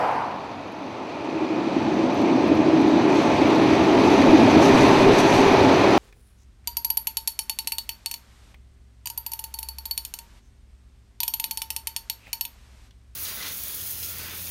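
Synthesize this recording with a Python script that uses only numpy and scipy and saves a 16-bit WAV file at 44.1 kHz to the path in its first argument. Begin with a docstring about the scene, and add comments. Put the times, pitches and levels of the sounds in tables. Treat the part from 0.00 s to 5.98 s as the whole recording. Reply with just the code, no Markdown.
"""A diesel freight train comes up to a steel girder bridge and crosses it, heard from the scrub below. First
the tyre noise of a road vehicle fades away. From about 1 s the rail sings thinly ahead of the train, then the
deck booms under the rolling wheels and thuds at each rail joint, while an insect ticks nearby in pairs. Rail
roar and wheel hiss keep building; between 4 and 5 s the exhaust rumble of the locomotives peaks, and the deep
bass lurches in short bumps while the train is loudest."""
import sys
import numpy as np
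from scipy import signal
from scipy.fft import rfft, irfft, next_fast_len
from scipy.io import wavfile
from scipy.ndimage import uniform_filter1d, map_coordinates

SR = 44100
rng = np.random.default_rng(int(sys.argv[2]) if len(sys.argv) > 2 else 0)


def transcribe(u):
    """Save the signal u as a 16-bit wav file named by the first command-line argument.

    u: samples, shape (n,) or (channels, n), limited to [-1, 1]; the rate is SR.
    q: integer samples, one column per channel.
    """
    v = np.clip(np.atleast_2d(u).T, -1, 1)
    q = np.round(v * 32767).astype(np.int16)
    wavfile.write(sys.argv[1], SR, q)


N = 263718

# The train drawing near: (time [s], wheel hiss level [dB], rail roar level [dB])
APPROACH = [(0, -45.5, -40.5), (.7, -46.5, -40.5), (1.1, -44, -36.5), (1.5, -40.5, -34), (2.1, -36.5, -28),
            (2.6, -36, -27), (3.3, -31.5, -25), (3.5, -30.5, -24), (3.9, -29.5, -25), (4.3, -27.5, -21.5),
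            (4.7, -26.5, -20.5), (4.9, -25, -20.5), (5.1, -26.5, -21.5), (5.45, -26.5, -21),
            (5.98, -27, -21)]


def amp(db):
    """Gain of a level in dB."""
    return 10 ** (np.asarray(db) / 20)


def unit(x):
    """Scaled to rms 1."""
    return x / np.sqrt(np.mean(x ** 2) + 1e-20)


def curves(rows):
    """One automation curve for each column after the time."""
    times, *columns = np.transpose(rows)
    return [np.interp(np.arange(N) / SR, times, column) for column in columns]


def filtered(x, response):
    """x through an EQ given as gain against frequency."""
    size = next_fast_len(N + 8192)
    return irfft(rfft(x, size) * response(np.fft.rfftfreq(size, 1 / SR)), size)[:N]


def eq(table):
    """EQ curve through (frequency [Hz], gain [dB]) points on a log axis."""
    f, db = np.transpose(table)
    return lambda hz: amp(np.interp(np.log(hz + 1), np.log(f + 1), db))


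def modes(table, low_hz, high_hz):
    """EQ of resonances (centre [Hz], width [Hz], level [dB]), falling steeply outside low..high."""
    def response(f):
        power = sum(amp(db) ** 2 * (f * width) ** 2 / ((hz * hz - f * f) ** 2 + (f * width) ** 2)
                    for hz, width, db in table)
        return np.sqrt(power / (1 + (low_hz / (f + 1)) ** 8) / (1 + (f / high_hz) ** 16))
    return response


def rush(response, patchy_db):
    """Coloured noise of rms 1, its gain mottled over time and frequency."""
    spectrum = signal.stft(rng.standard_normal(N), nperseg=512)[2]
    patches = uniform_filter1d(rng.standard_normal(spectrum.shape), size=8, axis=0)
    patches = unit(uniform_filter1d(patches, size=8, axis=1))
    noise = signal.istft(spectrum * amp(patchy_db * patches), nperseg=512)[1][:N]
    return unit(filtered(noise, response))


def steady(x, seconds):
    """Leveller: evens out swells slower than the given time, at rms 1."""
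    power = np.abs(uniform_filter1d(x ** 2, size=int(seconds * SR)))
    return unit(x / np.sqrt(power + 0.063 * np.mean(x ** 2)))


def follow_train(nearest_db, slope):
    """Level in dB of a layer that gains `slope` dB for each dB of the approach."""
    near_db = curves(APPROACH)[0]
    return nearest_db + slope * (near_db - near_db.max())


def swells(rows):
    """Sum of bell-shaped boosts in dB that rise faster than they fall."""
    t = np.arange(N) / SR
    rise_over_fall = 0.36
    return sum(db * np.exp(-.5 * ((t - s) / (fall * np.where(t < s, rise_over_fall, 1))) ** 2)
               for s, db, fall in rows)


def insect():
    """An insect ticks in evenly paced pairs: very short, high clicks with a faint hissy tail."""
    # Lone ticks ahead of the pairs: (time [s], level [dB])
    stray_ticks = [(0.1131, -51), (0.7223, -51), (2.1331, -52)]
    first_s, every_s, gap_s, pair_db = 2.1455, .3346, .073, -43
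    pairs = [(first_s + k * every_s + gap, pair_db) for k in range(5) for gap in (0, gap_s)]
    t = np.arange(SR // 50) / SR
    click = amp(-60 * t / .004) * np.sin(2 * np.pi * 11500 * t)
    ticks = np.zeros(N + len(t))
    for s, db in stray_ticks + pairs:
        tail = .2 * amp(-60 * t / .015) * rng.standard_normal(len(t))
        ticks[round(s * SR):][:len(t)] += amp(db + 9) * (click + tail)
    return filtered(ticks[:N], eq([(6000, -55), (9000, 4), (11500, -8), (14000, -2)]))


def road_vehicle():
    """Tyre noise dies away; its higher band holds a little longer before fading."""
    # Lower and higher tyre band, each: (centre [Hz], width [Hz], level [dB])
    tyre_bands = [(510, 130, -18), (735, 44, -7.5), (830, 100, -9)], [(914, 47, 8), (1018, 62, 10),
                  (1220, 180, -18), (1760, 790, -38)]
    # Colour of the wide tyre hiss: (frequency [Hz], gain [dB])
    hiss_eq = [(60, -50), (130, -11), (300, -17), (1000, -12.5), (1400, -9.5), (2200, -36), (4500, -28),
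               (7000, -42), (14000, -50)]
    # Fade-outs of lower band, higher band and hiss: (level [dB], hold [s], fade [dB/s])
    fades = [(-22.5, 0.05, 45), (-28, 0.2, 56), (-33, .03, 45)]
    t = np.arange(N) / SR
    layers = [steady(rush(modes(band, 220, 2900), patchy_db=0.5), seconds=0.11) for band in tyre_bands]
    layers.append(rush(eq(hiss_eq), patchy_db=-2.5))
    return sum(amp(db - fade * np.clip(t - hold, 0, None)) * layer
               for (db, hold, fade), layer in zip(fades, layers))


def locomotives():
    """Diesel exhaust rumbles over its lowest firing orders, loudest as the two locomotives pass."""
    # Upper and lower exhaust humps, each: (centre [Hz], width [Hz], level [dB])
    humps = [(137, 42, 0), (213.6, 57, 5)], [(55.4, 15, -14), (102, 35, 26)]
    # The pass-by: (time [s], rumble level [dB], firing order level [dB])
    levels = [(.3, -44, -50), (1.1, -47, -52), (1.4, -39, -54), (1.8, -31.5, -44.5), (2.3, -30.5, -44),
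              (2.6, -29, -38.5), (3.1, -29.5, -40.5), (3.7, -28, -34.5), (4.1, -28, -35),
              (4.25, -24, -32.5), (4.75, -22.5, -30), (4.95, -24.5, -30), (5.42, -28.5, -33),
              (5.6, -27, -27), (5.98, -28, -36)]
    rumble_db, firing_db = curves(levels)
    rumble = steady(rush(modes(humps[0], 106, 273), patchy_db=0.7), seconds=.22)
    firing = steady(rush(modes(humps[1], 47.7, 144), patchy_db=1.5), seconds=0.44)
    return amp(rumble_db) * rumble + amp(firing_db) * firing


def bass_lurches():
    """The deepest bass lurches while the train is loudest."""
    # Sub-bass bumps: (onset [s], level [dB])
    lurches = [(4.27, -28), (4.53, -36), (4.6, -37), (4.7, -23.5), (4.8, -32), (4.87, -32), (4.98, -25),
               (5.05, -27), (5.12, -34), (5.2, -36), (5.33, -28), (5.46, -32), (5.58, -34), (5.72, -43),
               (5.82, -47)]
    attack_s, fall_db_per_s = 0.018, 190
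    sub_eq = eq([(1, -9), (8, -5.5), (22, -6), (40, -16), (90, -68)])
    sub = steady(rush(sub_eq, patchy_db=5), seconds=0.099)
    envelope = np.zeros(N)
    for s, db in lurches:
        age = np.clip(np.arange(N) / SR - s, 0, None)
        envelope = np.maximum(envelope, np.minimum(age / attack_s, 1) * amp(db - fall_db_per_s * age))
    return envelope * sub


def wheels():
    """Rough contact makes the wheels hiss; air takes the treble from them while the train is far."""
    # Lower and bright wheel modes, each: (centre [Hz], width [Hz], level [dB])
    rim_modes = [(1770, 560, -1), (2374, 500, -0.5), (2485, 56, -0.5), (3120, 730, -12.5), (3770, 880, -9),
                 (4280, 760, -12)], [(5960, 510, 0.5), (7980, 310, -13)]
    # Highest treble peaks: (centre [Hz], width [Hz], level [dB])
    treble_peaks = [(9620, 520, 2.5), (11400, 900, -1.5), (13300, 900, -13)]
    # Brief treble surges: (peak time [s], boost [dB], fall [s])
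    surges = [(1.8, 1, 0.079), (2.18, 1.5, 0.041), (3.16, 4, .1), (4.07, 3, 0.093), (4.63, 8.5, 0.043),
              (4.79, 4.5, 0.098), (5.14, 5, .03), (5.19, 10.5, 0.026), (5.3, 5.5, .1), (5.55, -0.5, 0.032),
              (5.93, 1, 0.074)]
    grit = map_coordinates(rng.standard_normal(N // 300 + 4), [np.arange(N) / 300])  # contact roughness
    hiss = unit(amp(0.56 * grit) * rush(modes(rim_modes[0], 1290, 5430), patchy_db=0.71))
    bright = unit(amp(0.77 * grit) * rush(modes(rim_modes[1], 5100, 8500), patchy_db=1.2))
    top = unit(amp(1.1 * grit) * rush(modes(treble_peaks, 8500, 14000), patchy_db=1))
    surge_db = swells(surges)
    hiss_db = curves(APPROACH)[0] + 0.21 * surge_db
    bright_db = follow_train(-40.5, slope=1.05) + 0.87 * surge_db
    top_db = follow_train(-52, slope=1.5) + surge_db
    air_db = -75.5  # faint high hiss of the open air, a floor under the top band
    return amp(hiss_db) * hiss + amp(bright_db) * bright + np.hypot(amp(top_db), amp(air_db)) * top


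def rails():
    """Rolling wheels set the rail modes roaring; a thin singing runs ahead of the train."""
    # Lower and upper rail modes, each: (centre [Hz], width [Hz], level [dB])
    rail_modes = [(444, 67, -1), (562, 95, 0.5), (681, 163, 1)], [(860, 90, 3.5), (980, 224, -2),
                  (1285, 245, -11)]
    # Singing of the rail: (time [s], level [dB])
    song_levels = [(.9, -66), (1.35, -46), (1.75, -50), (2.3, -51), (3.2, -47.5), (5.98, -44)]
    roar = amp(curves(APPROACH)[1]) * rush(modes(rail_modes[0], 400, 853), patchy_db=0.24)
    upper = amp(follow_train(-21.5, slope=0.88)) * rush(modes(rail_modes[1], 720, 1510), patchy_db=0.44)
    song = amp(curves(song_levels)[0]) * rush(modes([(2490, 140, 0)], 2100, 2900), patchy_db=0.5)
    return roar + upper + song


def joint_thuds(girder_modes):
    """Wheels strike rail joints: soft, short blows, each ringing the girders in a new balance."""
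    # Blows at the joints: (time [s], level [dB])
    thuds = [(1.323, -17.5), (1.764, -7.5), (2.345, -6), (2.576, -3.5), (2.684, -3.5), (2.748, -6),
             (3.159, -12.5), (3.438, -4.5), (3.49, -16), (3.701, -8.5), (3.954, -3), (4.085, -7.5),
             (4.28, 1), (4.33, 4), (4.554, -4), (5.246, -0.5), (5.375, -7)]
    t = np.arange(SR // 5) / SR
    attack = 1 - np.exp(-t / 0.008)
    blows = np.zeros(N + len(t))
    for s, db in thuds:
        scatter_db = rng.normal(0, 2.2, len(girder_modes))
        ring = sum(amp(level + scatter) * np.exp(-np.pi * width * t) * np.sin(2 * np.pi * hz * t)
                   for (hz, width, level), scatter in zip(girder_modes, scatter_db))
        blows[round(s * SR):][:len(t)] += amp(db - 1) * attack * ring
    return filtered(blows[:N], eq([(60, -40), (180, -7), (600, -1), (1200, -19)]))


def bridge():
    """Many axles drive the steel at once: the deck booms, a girder plate sings, the joints thud."""
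    # Main and lower girder modes, each: (centre [Hz], width [Hz], level [dB])
    girders = [(319, 30.2, 7.5), (402, 180, -14.5)], [(274, 29.6, 2)]
    # Boom of the deck: (time [s], main mode level [dB], lower mode level [dB])
    boom_levels = [(.5, -45, -43.5), (1.17, -38, -39), (1.42, -25.5, -35), (1.64, -25, -35),
                   (1.72, -30.5, -32.5), (1.98, -21.5, -28.5), (2.15, -27.5, -28), (2.26, -21, -21.5),
                   (2.65, -21.5, -26.5), (2.8, -18.5, -21.5), (3.2, -18.5, -25.5), (3.32, -28, -28),
                   (3.44, -18, -22.5), (3.72, -21.5, -23.5), (3.92, -18, -29), (4.12, -19.5, -20),
                   (4.3, -19.5, -18), (4.75, -19.5, -18.5), (5.1, -24.5, -23), (5.6, -25.5, -21.5),
                   (5.98, -22, -25)]
    # The plate sings out: (peak time [s], boost [dB], fall [s])
    plate_swells = [(3.66, 2, 0.069), (4.08, 2, .07), (5.07, 8, 0.073), (5.48, 5, 0.1), (5.88, 2.5, .08)]
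    main_db, lower_db = curves(boom_levels)
    plate_db = follow_train(-20, slope=1.4) + swells(plate_swells)
    main = steady(rush(modes(girders[0], 260, 425), patchy_db=-1), seconds=0.099)
    lower = steady(rush(modes(girders[1], 200, 335), patchy_db=1.5), seconds=0.35)
    plate = steady(rush(modes([(389, 21, 0)], 295, 520), patchy_db=-1.5), seconds=0.16)
    boom = amp(main_db) * main + amp(lower_db) * lower
    return boom + amp(plate_db) * plate + joint_thuds(girders[0] + girders[1])


def scene():
    """All sources mixed in mono."""
    train = bridge() + locomotives() + bass_lurches() + rails() + wheels()
    return (train + road_vehicle() + insect())[None]


def record(dry):
    """A soft clip rounds off the highest peaks, then a brick-wall low-pass trims the top."""
    ceiling, cutoff_hz = .85, 14290
    soft = dry[0] / (1 + np.abs(dry[0] / ceiling) ** 4) ** (1 / 4)
    return filtered(soft, lambda hz: hz < cutoff_hz)[None]


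dry = scene()
out = record(dry)
transcribe(out)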